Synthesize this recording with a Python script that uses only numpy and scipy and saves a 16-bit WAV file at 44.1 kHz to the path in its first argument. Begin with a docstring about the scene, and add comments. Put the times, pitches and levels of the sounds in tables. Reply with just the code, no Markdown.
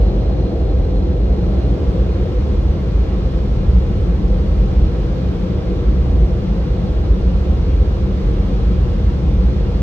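"""A deep boom and drumming throughout, together with a muffled roar: inside a closed car just past the dryer arch of
a car wash, the blowers' air blast drums on the body and drives the lowest cabin mode. The roar comes through the
glass, its upper part fading. Air hisses in narrow gaps that favour a few pitches, one of them a breathy whistle; a
high twitter, one faint tick and thin electric tones sit on top. Body, roar and hiss are shaped noise; gaps and whistle
are resonated noise; twitter and tones are sines. Two microphone ports sit a few centimetres apart in the cabin."""
import sys
import numpy as np
from scipy import signal
from scipy.fft import rfft, irfft, next_fast_len
from scipy.io import wavfile
from scipy.ndimage import uniform_filter1d, map_coordinates

SR = 44100
rng = np.random.default_rng(int(sys.argv[2]) if len(sys.argv) > 2 else 0)


def wrap_up_sound(samples):
    """Save the sound to the file named by the first command line argument, as 16-bit audio."""
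    columns = np.atleast_2d(samples).T
    # keep every value between -1 and 1, then stretch to whole-number steps
    tamed = np.clip(columns, -1, 1)
    steps = np.round(tamed * 32767).astype(np.int16)
    wavfile.write(sys.argv[1], SR, steps)


N = 433062  # length in samples


def amp(db):
    """Amplitude factor of a level in dB."""
    return 10 ** (np.asarray(db) / 20)


def unit(x):
    """Scale to an rms of 1."""
    return x / np.sqrt(np.mean(x ** 2) + 1e-20)


def along(points, hz):
    """Read (frequency [Hz], value) points along a logarithmic frequency axis."""
    point_hz, values = np.transpose(points)
    return np.interp(np.log(hz + 1), np.log(point_hz + 1), values)


def curves(rows):
    """One value per sample for each column after the time."""
    times, *columns = np.transpose(rows)
    return [np.interp(np.arange(N) / SR, times, column) for column in columns]


def wobble(rate):
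    """A smooth random curve through `rate` knots a second."""
    knots = rng.standard_normal(int(N * rate / SR) + 4)
    return map_coordinates(knots, [np.arange(N) * rate / SR])


def filtered(x, response):
    """Multiply the spectrum of x by a complex response of frequency."""
    m = next_fast_len(N + 8192)
    return irfft(rfft(x, m) * response(np.fft.rfftfreq(m, 1 / SR)), m)[..., :N]


def ports(lead, lean_db):
    """Left and right response to one wave: half the phase lead [rad] and half the lean on each side."""
    half = amp(lean_db / 2) * np.exp(.5j * lead)
    return np.array([half, 1 / half])


def resonance(hz, centre_hz, width_hz):
    """A steep-sided peak: one resonance applied twice."""
    damping = 1j * hz * width_hz
    return (damping / (centre_hz ** 2 - hz ** 2 + damping)) ** 2


# how far both microphone ports hear the same turbulence: (frequency [Hz], share [0-1])
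PORT_LIKENESS = [(60, 1), (108, 0.96), (190, 1), (255, 0.7), (320, 0.84), (600, 0.73), (780, 0.6), (900, 0),
                 (1300, 0), (2000, 0.3), (3500, 0.3), (4800, 0.36), (6000, .1), (15000, 0.2)]
# level of the left port over the right: (frequency [Hz], left minus right [dB])
PORT_LEAN = [(40, 0), (70, -1), (100, 0.5), (125, 3), (200, 3), (260, 1), (320, 0.5), (390, 0.5),
             (700, -0.5), (1290, -1.5), (2380, -1.5), (4400, -0.5), (6500, -4.5), (8300, 1.5), (15000, -2)]
LEAD_S = .0001  # sound reaches the left port first


def rush(spectrum, patchy_db):
    """Stereo turbulence: shaped noise in patches of random gain, the mean of both ports at rms 1."""
    cells = signal.stft(rng.standard_normal((2, N)), nperseg=512)[2]
    patches = uniform_filter1d(rng.standard_normal(cells.shape[1:]), size=6, axis=0)  # across frequency
    patches = uniform_filter1d(patches, size=14, axis=1)  # across time
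    noise = signal.istft(cells * amp(patchy_db * unit(patches)), nperseg=512)[1][:, :N]

    def split(hz):
        """Shape the shared and the opposed part so that the ports are as alike as the table says."""
        turn = np.arccos(np.clip(along(PORT_LIKENESS, hz), 0, 1)) / 2
        return amp(along(spectrum, hz)) * [np.cos(turn), np.sin(turn)]

    shared, apart = filtered(noise, split)
    pair = np.array([shared + apart, shared - apart])
    both = filtered(pair, lambda hz: ports(2 * np.pi * hz * LEAD_S, along(PORT_LEAN, hz)))
    return both / np.std(both.mean(0))


def sustained(x, span_s, share):
    """Even out a share of the chance beats, as a gentle limiter does."""
    span = int(span_s * SR)
    power = uniform_filter1d(uniform_filter1d(x.mean(0) ** 2, span), span)
    beat = np.sqrt(np.abs(power) + .01)
    even = x / beat ** np.clip(share, 0, 1)
    return even / np.std(even.mean(0))


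# slow level of the lowest cabin mode, before the microphone: (time [s], level [dB])
BOOM_LEVEL = [(0, -13), (.35, -16), (.9, -16), (1.5, -16), (2, -15), (2.7, -15), (3.4, -15.5),
              (3.75, -12.5), (4.2, -15.5), (4.7, -12.5), (5, -17.5), (5.6, -17), (6.1, -12), (6.6, -18),
              (7.1, -13), (8.6, -14.5), (9.4, -13), (9.82, -14.5)]
# colour of the booming cabin air: (frequency [Hz], relative level per Hz [dB])
CABIN_COLOUR = [(15, -55), (25, -30), (33, -14), (42, -5), (52, 1.5), (58, -1), (64, 0), (73, -6), (83, -7),
                (95, -20), (110, -32), (200, -120)]


def cabin_boom():
    """The blast drives the lowest mode of the enclosed air, which swells and sags by chance."""
    mode = sustained(rush(CABIN_COLOUR, patchy_db=0.5), span_s=0.086, share=0.17)
    return amp(curves(BOOM_LEVEL)[0]) * mode


# slow level of the blast on the body panels, before the microphone: (time [s], level [dB])
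DRUM_LEVEL = [(0, -22.5), (.8, -23), (1.5, -21.5), (2.1, -23.5), (3.4, -23), (4, -21.5), (5.2, -23),
              (6.7, -21.5), (7.6, -23), (8.7, -21), (9.82, -21.5)]
# colour of the drumming panels: (frequency [Hz], relative level per Hz [dB])
PANEL_COLOUR = [(60, -64), (90, -7.5), (104, 0.5), (110, -4), (122, 0.5), (135, -1.5), (147, -7), (170, -2),
                (186, 0), (210, -4.5), (232, -17), (260, -18), (340, -45.5), (570, -120)]


def panel_drumming():
    """Body panels drum in low bands under the turbulent blast and swell by chance."""
    panels = sustained(rush(PANEL_COLOUR, patchy_db=0.0), span_s=0.16, share=0.18)
    return amp(curves(DRUM_LEVEL)[0]) * panels


# lower part of the roar, as it reaches the cabin through the glass: (time [s], level [dB])
ROAR_LEVEL = [(0, -24), (.4, -26), (2, -26.5), (3, -28.5), (5, -28), (9.4, -29), (9.82, -31)]
# colour that the glass leaves to the lower part: (frequency [Hz], relative level per Hz [dB])
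GLASS_COLOUR = [(140, -40), (235, -5), (258, -5), (280, 0), (300, -2), (360, 0), (390, -4), (450, -4),
                (480, 0), (500, -3), (522, -2), (540, -9), (585, -14), (730, -40), (1230, -120)]
# upper part of the roar: (time [s], level [dB])
NOZZLE_LEVEL = [(0, -35.5), (1, -38), (1.7, -37.5), (2.4, -41.5), (4, -41.5), (7, -41), (9.8, -42.5)]
# colour of that upper part: (frequency [Hz], relative level per Hz [dB])
UPPER_COLOUR = [(310, -35), (520, -9.5), (560, -4.5), (610, -1.5), (640, -1), (690, -5.5), (770, -4),
                (810, -9), (950, -15.5), (1240, -48), (2090, -120)]


def roar():
    """Blower noise through the glass; its upper part fades as the car rolls away from the nozzles."""
    lower = amp(curves(ROAR_LEVEL)[0]) * rush(GLASS_COLOUR, patchy_db=-0.24)
    upper = amp(curves(NOZZLE_LEVEL)[0]) * rush(UPPER_COLOUR, patchy_db=1.2)
    return lower + upper


# mean levels of the fast air, without wobble: (time [s], broad hiss level [dB], fine hiss level [dB])
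HISS_LEVEL = [(0, -44, -68), (.15, -45, -70.5), (1.24, -46, -70.5), (1.56, -43, -68), (3, -43.5, -67),
              (5, -43, -67.5), (7, -43.5, -67.5), (8.6, -42.5, -67), (9.8, -43, -67)]
# colour of the broad hiss: (frequency [Hz], relative level per Hz [dB])
AIR_COLOUR = [(500, -18), (850, -0.5), (1090, -0.5), (1220, -3.5), (1330, -2.5), (1440, -7), (1830, -9),
              (2450, -10.5), (2630, -12), (3330, -11.5), (4340, -15.5), (5760, -21.5), (7500, -38),
              (9750, -59.5), (16500, -120)]
# colour of the fine, higher hiss: (frequency [Hz], relative level per Hz [dB])
FINE_COLOUR = [(4120, -26), (7000, -1.5), (8300, -11), (9130, -10), (10400, -13), (13300, -14),
               (14500, -17.5), (15800, -17)]


def hiss():
    """Turbulence of fast air: a broad and a fine hiss, each with a small random wobble of level."""
    broad_db, fine_db = curves(HISS_LEVEL)
    broad = amp(broad_db + 0.28 * wobble(3.7)) * rush(AIR_COLOUR, patchy_db=.5)
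    fine = amp(fine_db + .5 * wobble(8)) * rush(FINE_COLOUR, patchy_db=0.5)
    return broad + fine


# pitches that the narrow gaps favour, one a gap: frequency [Hz]
GAP_PITCHES = [1045, 1118, 1320, 1570, 2110, 2452, 2818, 3285, 3640, 4570, 5180, 5605, 6170, 6760, 7290,
               7900, 8650, 9290, 11440, 12150, 13750]
# the same gaps in order: (width [Hz], level setting [dB], left minus right [dB], left lead [rad])
GAP_SHAPES = [(30, -64.5, -1.5, 0), (46, -61, -2, 1), (100, -59, 4, 2), (90, -59.5, 2, 2),
              (40, -66, -2.5, 1), (35, -65.5, -3, 1), (45, -64, -3.5, 1), (60, -64.5, -2, 1.5),
              (120, -67.5, -7, 0.2), (110, -64, -3.5, 3), (100, -72, 1.5, 2), (110, -72, -10, 4),
              (150, -74.5, -11, 0.5), (100, -79.5, -6, -0.5), (90, -81.5, -6, -2.5), (100, -87, -1.5, 0),
              (100, -92, -1.5, 5), (90, -88.5, 4, 1), (130, -90, 1.5, -0.5), (130, -93.5, -4.5, -1),
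              (120, -93.5, -1, 1)]


def gap_pitches():
    """Air noise excites a narrow resonance in each gap; its level follows the hiss only in part."""
    def response(hz):
        return sum(amp(db) * np.sqrt(SR / width)  # offsets the loss of power in a narrow band
                   * ports(lead, lean_db)[:, None] * resonance(hz, centre, width)
                   for centre, (width, db, lean_db, lead) in zip(GAP_PITCHES, GAP_SHAPES))

    broad_db = curves(HISS_LEVEL)[0]
    swell = amp(.5 * (broad_db - broad_db.mean()))
    return swell * filtered(rng.standard_normal(N), response)


# mean level of the whistle, without wobble: (time [s], level [dB])
WHISTLE_LEVEL = [(0, -53), (.6, -54), (1.05, -53), (1.2, -56), (1.7, -53), (1.76, -58.5), (4, -59),
                 (7, -59.5), (9.8, -58)]
# resonances of the strongest gap: (frequency [Hz], width [Hz], relative level [dB])
WHISTLE_PEAKS = [(4030, 50, -8), (4088, 45, 0), (4155, 70, -2), (4235, 80, -13), (4000, 2400, -19)]


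def whistle():
    """The strongest gap whistles breathily: noise through a cluster of peaks, with a wobbling level."""
    def response(hz):
        peaks = sum(amp(db) * abs(resonance(hz, centre, width)) for centre, width, db in WHISTLE_PEAKS)
        return ports(2.12, -1.5)[:, None] * peaks

    breath = unit(filtered(rng.standard_normal(N), response))
    return amp(curves(WHISTLE_LEVEL)[0] + 1.3 * wobble(12)) * breath


# the clearest tiny high blips, levels before onset and lean: (time [s], level [dB])
CLEAR_BLIPS = [(0.112, -66), (1.474, -58), (2.63, -60.5), (2.735, -59), (2.83, -58), (3.827, -60),
               (3.912, -60), (4.156, -64), (5.408, -60), (5.548, -64), (6.565, -60), (6.689, -60),
               (6.744, -61), (6.796, -60), (6.989, -60), (8.141, -63), (8.262, -61), (9.328, -61)]
# when fainter blips crowd in: (start [s], length [s])
FAINT_SPELLS = [(1.429, .28), (2.48, .42), (3.74, .28), (4.14, .3), (5.27, .3), (6.49, .55), (7.85, .35),
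                (9.3, .25)]
FAINT_PER_S, FAINT_DB, FAINT_SPREAD_DB = 22, -63.5, 2.5  # rate within a spell, mean level and its spread


def twitter():
    """One small hard part close to the right port gives short decaying sines in loose groups."""
    out = np.zeros((2, N + SR))
    t = np.arange(SR // 20) / SR
    faint = [(start + length * rng.random(), FAINT_DB + FAINT_SPREAD_DB * rng.standard_normal())
             for start, length in FAINT_SPELLS for _ in range(round(FAINT_PER_S * length))]
    for start, db in CLEAR_BLIPS + faint:
        hz = 13000 + 90 * rng.standard_normal()
        decay = amp(db - 60 * t / .014)  # falls 60 dB in 14 ms
        onset = 1 - np.exp(-t / .0012)
        blip = decay * onset * np.sin(2 * np.pi * hz * t)
        out[:, round(start * SR):][:, :len(t)] += blip * amp([[-9], [9]])
    return out[:, :N]


# one faint broad tick: (time [s], level setting at its start [dB])
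TICK_EVENT = (5.033, -61)


def tick():
    """A short burst of bright noise, separate in each port, that dies away at once."""
    out = np.zeros((2, N + SR))
    t = np.arange(SR // 20) / SR
    start, db = TICK_EVENT
    puff = np.diff(rng.standard_normal((2, len(t) + 1)))  # differencing brightens the noise
    out[:, round(start * SR):][:, :len(t)] += amp(db - 60 * t / .06) * puff
    return out[:, :N]


# steady electric tones, levels before the lean to the right: (frequency [Hz], rms level [dB])
ELECTRIC_TONES = [(7833, -90), (7892, -89), (15725, -93)]


def tones():
    """Thin electric tones: sines of steady level whose phase wanders a little."""
    t = np.arange(N) / SR
    line = sum(amp(db) * np.sqrt(2) * np.sin(2 * np.pi * hz * t + 1.5 * wobble(4))
               for hz, db in ELECTRIC_TONES)
    return line * amp([[-4], [3]])


def scene():
    """All sources as they arrive at the two ports in the cabin."""
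    return (cabin_boom() + panel_drumming() + roar() + hiss() + gap_pitches() + whistle()
            + twitter() + tick() + tones())


LOW_CUT_HZ, TOP_HZ = 29, 15770  # bass corner and band limit of the microphone chain
CEILING = .95  # full scale is 1


def record(dry):
    """The microphone falls off steeply in deep bass, tall peaks round off, and the band ends sharply."""
    heard = filtered(dry, lambda hz: 1 / np.sqrt(1 + (LOW_CUT_HZ / (hz + 1)) ** 8))
    rounded = heard / (1 + np.abs(heard / CEILING) ** 6) ** (1 / 6)
    return filtered(rounded, lambda hz: hz < TOP_HZ)


dry = scene()
out = record(dry)
wrap_up_sound(out)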